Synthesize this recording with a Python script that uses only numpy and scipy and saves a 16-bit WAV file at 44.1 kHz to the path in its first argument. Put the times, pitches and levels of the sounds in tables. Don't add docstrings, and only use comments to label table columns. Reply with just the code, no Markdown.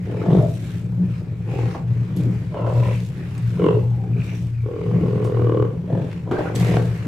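import sys
import numpy as np
from scipy import signal
from scipy.fft import rfft, irfft, next_fast_len
from scipy.io import wavfile
from scipy.ndimage import uniform_filter1d

SR = 44100
rng = np.random.default_rng(int(sys.argv[2]) if len(sys.argv) > 2 else 0)


def int16_out(signal):
    q = np.round(np.clip(np.atleast_2d(signal).T, -1, 1) * 32767)
    wavfile.write(sys.argv[1], SR, q.astype(np.int16))


N = 311787
T = np.arange(N) / SR


def amp(db):
    return 10 ** (np.asarray(db) / 20)


def unit(x):
    return x / np.sqrt(np.mean(x ** 2) + 1e-20)


def add(mix, start, sound):
    part = mix[max(round(start * SR), 0):][:len(sound)]
    part += sound[:len(part)]


def colour(x, points):
    hz, db = np.transpose(points)
    bins_hz = abs(np.fft.fftfreq(16384, 1 / SR))
    log_gain = np.log(amp(np.interp(np.log(bins_hz + 1), np.log(hz), db)))
    taps = np.fft.ifft(np.exp(np.conj(signal.hilbert(log_gain)))).real[:4096]
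    return signal.oaconvolve(x, taps)[:len(x)]


def resonate(x, hz, width):
    turn = np.exp(2j * np.pi * np.cumsum(hz * np.ones(len(x))) / SR)
    r = np.exp(-2 * np.pi * width / SR)
    smoothed = signal.lfilter([(1 - r) ** 2], [1, -2 * r, r * r], x / turn)
    return 2 * (turn * smoothed).real


def wander(hz, size=N):
    n = next_fast_len(size + SR, True)
    smoothing = np.exp(-(np.fft.rfftfreq(n, 1 / SR) / hz) ** 2)
    return unit(irfft(rfft(rng.standard_normal(n)) * smoothing, n))[:size]


def steady(x, span):
    window = np.hanning(int(span * SR))
    power = abs(signal.fftconvolve(x * x, window / window.sum(), "same"))
    return x / np.sqrt(power + 1e-4 * np.mean(x * x))


def swells(rows, rest_db, attack, release, arch_db):
    t = T[::64]
    power = amp(rest_db) ** 2
    for start, end, db in rows:
        rise = (1 + np.tanh((t - start) / attack)) / 2
        fall = (1 + np.tanh((end - t) / release)) / 2
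        off_centre = np.interp(t, [start, end], [-1, 1])
        arch = amp(db - max(arch_db, 0) * off_centre ** 2)
        power = power + (arch * rise * fall) ** 2
    return np.interp(T, t, np.sqrt(power))


def spread(make, likeness):
    shared, c = unit(make()), np.clip(likeness, 0, 1)
    return np.array([np.sqrt(c) * shared + np.sqrt(1 - c) * unit(make()) for ear in range(2)])


PATCH_DB, PATCH_HZ, PATCH_S = 2, 350, .07


def drifting(x):
    hz, t, z = signal.stft(x, SR, nperseg=512)
    field = rng.standard_normal(z.shape[1:])
    for _ in range(2):
        field = uniform_filter1d(field, round(PATCH_HZ / hz[1]), axis=0)
        field = uniform_filter1d(field, round(PATCH_S / t[1]), axis=1)
    patched = z * amp(PATCH_DB * unit(field))
    return unit(signal.istft(patched, SR, nperseg=512)[1][:, :N])


def folds(rate, jitter, breathiness, puff=0.33, slap_share=0.13, puff_rise=0.007):
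    n = len(rate)
    turns = np.cumsum(rate * (1 + jitter * wander(39.97, n))) / SR
    slaps = unit(np.diff(np.floor(turns - puff_rise), prepend=-1))
    cycle = turns % 1
    puff_shape = (1 - np.exp(-cycle / puff_rise)) * np.exp(-cycle / puff)
    puffs = unit(puff_shape * rng.standard_normal(n))
    slap, leak = np.clip(slap_share, 0, 1), np.clip(breathiness, 0, 1)
    pulses = np.sqrt(slap) * slaps + np.sqrt(1 - slap) * puffs
    uneven = amp((2.5 + 10 * jitter) * wander(24, n))
    return (np.sqrt(1 - leak) * pulses + np.sqrt(leak) * rng.standard_normal(n)) * uneven


# start in seconds, end in seconds, effort in dB.
GROWL_PUSHES = [(.26, .56, -21), (.87, 1.16, -22), (1.5, 1.69, -18.5), (1.84, 2.05, -16.5),
                (2.22, 2.42, -17), (2.63, 3.03, -18.5), (2.75, 2.86, -11), (3.42, 3.52, -15),
                (3.72, 4.02, -16), (4.09, 4.23, -15.5), (4.42, 4.7, -22), (4.84, 5.22, -20.5),
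                (5.23, 5.68, -17.5), (6.55, 6.92, -17)]
# start in seconds, end in seconds, level in dB.
GROANS = [(.295, .41, -6.5), (.91, 1.15, -26), (2.12, 2.33, -20), (3.56, 3.77, -17), (4.08, 4.26, -22.5),
          (4.84, 5.23, -18), (5.73, 5.82, -23), (5.9, 6.04, -17.5), (6.57, 6.86, -19.5)]
# frequency in Hz, gain in dB.
CHEST_TONE = [(90, -36), (140, -0.5), (176, 1), (215, -15.5), (260, -17.5), (430, -22), (650, -34),
              (8000, -84.5)]
# frequency in Hz, gain in dB.
BELLY_TONE = [(18, -35), (48, -13), (88, 14.5), (115, 15.5), (400, -53.5)]
# start in seconds, end in seconds, change in dB.
CHEST_LULL = (4.5, 4.8, -15)
GROWL_REST_DB, GROWL_ATTACK_S, GROWL_RELEASE_S = -28.5, 0.013, 0.049
GROAN_REST_DB, GROAN_ATTACK_S, GROAN_RELEASE_S = -28.5, 0.032, 0.093
BOOM_HZ, BOOM_HZ_PER_DB = 114.57, 0.28
FLUTTER, FLUTTER_DB_PER_DB = 0.6, -0.74


def deep_growl():
    boom_db = 20 * np.log10(swells(GROWL_PUSHES, GROWL_REST_DB, GROWL_ATTACK_S, GROWL_RELEASE_S, arch_db=1.5))
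    effort_db = boom_db - GROWL_REST_DB
    groan = swells(GROANS, GROAN_REST_DB, GROAN_ATTACK_S, GROAN_RELEASE_S, arch_db=1.5)
    lull_start, lull_end, lull_db = CHEST_LULL
    lull = (np.tanh((T - lull_start) / GROAN_ATTACK_S) + np.tanh((lull_end - T) / GROAN_ATTACK_S)) / 2
    groan = groan * amp(lull_db * lull)
    hz = BOOM_HZ + BOOM_HZ_PER_DB * effort_db
    turn = np.exp(2j * np.pi * np.cumsum(hz) / SR)
    flutter = FLUTTER * amp(FLUTTER_DB_PER_DB * effort_db)
    boom = steady((turn * (1 + flutter * (wander(14.5) + 1j * wander(49)))).real, 0.23)
    chest = steady(colour(folds(hz / 2, .12, 0.59), CHEST_TONE), 0.17)
    belly = steady(colour(folds(hz / 3, 0.14, 0.71), BELLY_TONE), 0.45)
    return amp(boom_db - 3.5) * boom + groan * chest + amp(0.29 * boom_db - 23.5) * belly


# frequency in Hz, gain in dB.
NIGHT_TONE = [(25, -1.5), (110, 10.5), (2000, -34.5), (15000, -65)]


def night_air():
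    return amp(-41.5) * spread(lambda: colour(rng.standard_normal(N), NIGHT_TONE), 0.58)


AIR_ARCH_DB = 5
# start in seconds, end in seconds, level in dB before the trim.
HISSES = [(.02, .47, -42), (.56, .81, -43.5), (1.0, 1.24, -45.5), (1.47, 1.8, -36), (1.87, 2.6, -44),
          (2.67, 3.05, -40), (3.1, 3.7, -42), (4.16, 4.44, -43.5), (4.74, 5.55, -43.5), (5.92, 6.25, -44.5),
          (6.31, 6.54, -38), (6.55, 6.82, -31), (6.82, 7.1, -38)]
# frequency in Hz, gain in dB.
HISS_TONE = [(200, -40), (800, -1), (1500, -0.5), (2400, 0), (3300, -10), (4600, -13.5), (8000, -21),
             (16000, -32.5)]
HISS_REST_DB, HISS_ATTACK_S, HISS_RELEASE_S = -50.5, .045, 0.043


def hisses():
    flutter = amp(1.5 * wander(90))
    hiss = drifting(spread(lambda: colour(rng.standard_normal(N) * flutter, HISS_TONE), 0.19))
    return amp(-4.5) * swells(HISSES, HISS_REST_DB, HISS_ATTACK_S, HISS_RELEASE_S, AIR_ARCH_DB) * hiss


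# frequency in Hz, gain in dB.
FLESH_TONE = [(170, -25), (320, 9), (500, 13.5), (680, -20.5), (1300, -25), (1800, -41), (6000, -77),
              (16000, -90.5)]
# frequency in Hz, gain in dB.
SPRAY_TONE = [(600, -24.5), (1600, -6.5), (2300, -1.5), (3400, -2.5), (4500, -20), (8000, -24.5),
              (16000, -51.5)]
# multiple of the second throat resonance, width in Hz, level in dB.
THROAT_MODES = [(1, 84.8, -4), (1.25, 90.5, -14)]
# multiple of the lip resonance, width in Hz, level in dB.
TEETH_MODES = [(1.95, 188.5, -18), (2.62, 140.5, -16.5)]
SLAP_SHARES = np.array([[.65], [.5], [.1]])
# start, climax and end in seconds, climax level in dB, build-up to it in dB,
# pulses per second at start, middle and end, jitter (0-1), extra breathiness at the start (0-1),
# first and second throat resonance in Hz (the second at average effort),
# brightness in dB at average effort, rasp of the teeth in dB.
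SNARLS = [(0.045, 0.35, 0.6, -19, 13, 40, 45.53, 47, 0.011, 0.21, 368, 641, -0.5, -11),
          (1.444, 1.59, 1.96, -25.5, 8.5, 44.7, 37.94, 43.4, 0.17, 0.28, 343, 780, -3, -15),
          (2.516, 2.915, 2.98, -29.5, -3, 39.98, 39.28, 35.24, 0.052, 0.54, 575, 990, -3, -8.5),
          (3.569, 3.667, 3.9, -13, 7, 41.14, 48.02, 48.2, 0.0076, 0.19, 423, 1010, -7.5, -2.5),
          (4.632, 5.624, 5.795, -18, 10.5, 38.72, 42.44, 36.04, 0.0023, 0.029, 431, 1090, -10, -8.5),
          (5.871, 5.968, 6.25, -25, 1, 37.9, 46.04, 45.8, 0.029, .2, 300, 602, 0, -8.5),
          (6.255, 6.402, 7.6, -25.5, 2, 52.1, 49.92, 45, .25, 0.33, 484, 690, -6.5, -12),
          (6.585, 6.775, 6.93, -21.5, 6.5, 53.8, 36, 36.5, 0.0067, .03, 435, 670, 0.5, -2.5)]
SNARL_ATTACK_S, BUILD_CURVE, RELEASE_DB, RELEASE_CURVE = 0.037, 1.7, 30, 0.93
SNARL_LEAK, SNARL_PUFF, SNARL_PUFF_RISE = .015, .19, .1
PUFF_EFFORT_DB, PUFF_SHRINK = -22, .45
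FIRST_WIDTH_HZ = 83
LIP_LIFT, LIP_SETTLE_S = .25, .055
BRIGHTEN_DB_PER_DB = .28


def snarls():
    out = np.zeros(N)
    for (start, climax, end, db, build_db, *rates, jitter, breathiness,
         low_hz, high_hz, bright_db, teeth_db) in SNARLS:
        t = np.arange(start, end, 1 / SR)
        built = np.interp(t, [start, climax], [0, 1])
        spent = np.interp(t, [climax, end], [0, 1])
        effort_db = db - build_db * (1 - built ** BUILD_CURVE) - RELEASE_DB * spent ** RELEASE_CURVE
        opening = effort_db - effort_db.mean()
        puff = SNARL_PUFF * amp(PUFF_SHRINK * (PUFF_EFFORT_DB - effort_db))
        rate = np.interp(t, np.linspace(start, end, len(rates)), rates)
        breath = SNARL_LEAK + breathiness * (1 - built ** 2)
        deep, oral, spray = folds(rate, jitter, breath, puff, SLAP_SHARES, SNARL_PUFF_RISE)
        jaws_hz = high_hz * (1 + 0.0038 * opening)
        lips_hz = high_hz * (1 + LIP_LIFT * np.exp((start - t) / LIP_SETTLE_S))
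        throat = sum(amp(mode_db) * resonate(oral, k * jaws_hz, width) for k, width, mode_db in THROAT_MODES)
        teeth = sum(amp(mode_db) * resonate(spray, k * lips_hz, width) for k, width, mode_db in TEETH_MODES)
        upper = throat + amp(teeth_db) * (teeth + amp(-29.5) * colour(spray, SPRAY_TONE))
        voice = resonate(deep, low_hz, FIRST_WIDTH_HZ)
        voice = voice + amp(bright_db + BRIGHTEN_DB_PER_DB * opening) * upper
        voice = voice + amp(-14) * colour(oral, FLESH_TONE)
        edges = np.clip(np.minimum(t - start, end - t) / SNARL_ATTACK_S, 0, 1)
        add(out, start, amp(effort_db - 2.0) * steady(voice, 0.06) * edges)
    return out


# start in seconds, peak in dB, lower resonance in Hz, decay time in seconds.
GRUNTS = [(0.213, -26.5, 1320, 0.012), (1.746, -20.5, 810, 0.013), (2.542, -20.5, 655, 0.0063),
          (2.663, -17, 590, 0.012), (6.311, -12, 520, 0.025), (6.384, -14, 580, 0.028),
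          (6.767, -13.5, 675, 0.0024)]


def grunts():
    out, t = np.zeros(N), np.arange(SR // 5) / SR
    for start, db, hz, length in GRUNTS:
        puff = rng.standard_normal(len(t)) * np.exp(-t / length) * np.minimum(t / .002, 1)
        throat = resonate(puff, hz, 240) + amp(-17) * resonate(puff, 2 * hz, 300)
        voice = colour(puff, FLESH_TONE) + amp(11.0) * throat + amp(-27) * colour(puff, SPRAY_TONE)
        add(out, start, amp(db) * voice / abs(voice).max())
    return out


# start in seconds,
# end in seconds, first resonance in Hz, last resonance in Hz, width in Hz, level in dB.
MOANS = [(0.301, 0.505, 600, 660, 40, -31), (0.24, 0.44, 1150, 950, 320, -43),
         (0.294, 0.385, 3130, 3700, 450, -50.5), (.89, 1.08, 181.2, 176, 5.8, -24),
         (2.117, 2.324, 318, 243, 49, -32), (2.805, 3.014, 2420, 2500, 480, -45),
         (3.787, 4.107, 847, 754, 54, -47.5), (4.078, 4.387, 2440, 2420, 290, -49),
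         (4.134, 4.463, 5795, 5850, 280, -61.5), (4.507, 4.662, 2540, 2200, 110, -58),
         (6.094, 6.141, 2380, 1936, 1200, -47), (6.298, 6.438, 1600, 1500, 110, -44),
         (3.66, 3.81, 470, 420, 55, -24), (6.455, 6.495, 1420, 1380, 130, -36)]


def moans():
    out = np.zeros(N)
    for start, end, first_hz, last_hz, width, db in MOANS:
        n = int((end - start) * SR)
        voice = folds(np.full(n, 55), 0.18, 0.13)
        tone = resonate(voice, np.linspace(first_hz, last_hz, n), width)
        add(out, start, amp(db) * unit(tone) * signal.windows.tukey(n))
    return out


# start in seconds, end in seconds, level in dB.
SCRAPES = [(.29, .84, -50), (2.68, 3.15, -49.5), (3.1, 3.98, -57), (4.17, 4.52, -53)]
# frequency in Hz, gain in dB.
GRIT_TONE = [(300, -7), (1500, -7), (3600, 1.5), (5000, -5), (8000, -5), (9500, -11.5), (12300, -9.5),
             (15500, -22.5)]
SCRAPE_REST_DB, SCRAPE_ATTACK_S, SCRAPE_RELEASE_S = -66, .05, 0.046
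CRUMBLE_RISE_S, CRUMBLE_DB_PER_S = 0.0068, 48.5


def grit():
    clumps = amp(1.5 * wander(90))
    sizes = amp(2.8 * np.minimum(rng.exponential(1, N), 4.5))
    grains = (rng.random(N) < 6000 / SR) * sizes
    crunch = drifting(spread(lambda: colour(rng.standard_normal(N) * grains * clumps, GRIT_TONE), 0.15))
    scraping = swells(SCRAPES, SCRAPE_REST_DB, SCRAPE_ATTACK_S, SCRAPE_RELEASE_S, AIR_ARCH_DB)
    crumbling = np.zeros(N)
    for start, *_, db in CRACKS:
        onset = (1 + np.tanh((T - start) / CRUMBLE_RISE_S)) / 2
        crumbling += onset * amp(db - CRUMBLE_DB_PER_S * abs(T - start))
    return np.hypot(scraping, crumbling) * crunch


# frequency in Hz, gain in dB.
SPLINTER_TONE = [(800, -34), (3000, 13.0), (9000, 12.5), (15000, -3.5)]
# start in seconds, burst peak in dB, ring in Hz, ring in dB
# relative to the burst, burst decay time in seconds, level in dB of the crumbling afterwards.
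CRACKS = [(2.164, -39.5, 11600, -6, 0.028, -51.5), (3.379, -35, 8340, -15, 0.0024, -60),
          (5.244, -39.5, 7540, -21, 0.033, -60), (6.552, -29, 7900, -6.5, 0.011, -35.5)]


def cracks():
    out, t = np.zeros(N), np.arange(SR // 4) / SR
    for start, db, hz, ring_db, length, _ in CRACKS:
        burst = colour(rng.standard_normal(len(t)) * np.exp(-t / length), SPLINTER_TONE)
        ring = amp(ring_db) * np.sin(2 * np.pi * hz * t) * np.exp(-t / .014)
        add(out, start, amp(db) * (burst / abs(burst).max() + ring))
    return out


# delay in seconds, level in dB.
PANELS = [(.0095, -22), (0.0163, -8)]
# frequency in Hz, gain in dB.
PANEL_TONE = [(550, 0), (1100, -9)]
# frequency in Hz, gain in dB.
SCATTER_TONE = [(160, -20.5), (480, -0.5), (900, 2)]
TAIL_DB = -8


def vehicle(x, side_db, decay, tail_delay=.02, tail_decay=0.046, ear_gap=0.00027):
    t = np.arange(SR // 3) / SR
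    fades = [np.exp(-t / decay), (t > tail_delay) * np.exp(-t / tail_decay)]
    early, late = rng.standard_normal((2, len(t))) * fades
    side, tail = (colour(signal.oaconvolve(x, taps / np.linalg.norm(taps))[:N], SCATTER_TONE)
                  for taps in (early, late))
    dull, ears = colour(x, PANEL_TONE), []
    for lag, sign in ((0, 1), (ear_gap, -1)):
        echoes = sum(amp(db) * np.interp(T - delay - lag, T, dull, left=0) for delay, db in PANELS)
        ears.append(x + echoes + amp(TAIL_DB) * tail + sign * amp(side_db) * side)
    return np.array(ears)


# frequency in Hz, extra gain of the left ear in dB.
LEFT_LEAD = [(330, 1.77), (550, 0.2)]


def scene():
    lions = amp(-2.0) * deep_growl() + snarls() + moans() + grunts()
    voices = vehicle(lions, side_db=-5.0, decay=0.038)
    left, right = amp(-0.67) * (voices + hisses() + grit() + cracks())
    return np.array([colour(left, LEFT_LEAD), right]) + night_air()


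EDGE_HZ = 15750


def record(dry):
    taps = signal.firwin(511, EDGE_HZ, window=("kaiser", 9), fs=SR)
    return signal.oaconvolve(dry, taps[None], "same")


dry = scene()
out = record(dry)
int16_out(out)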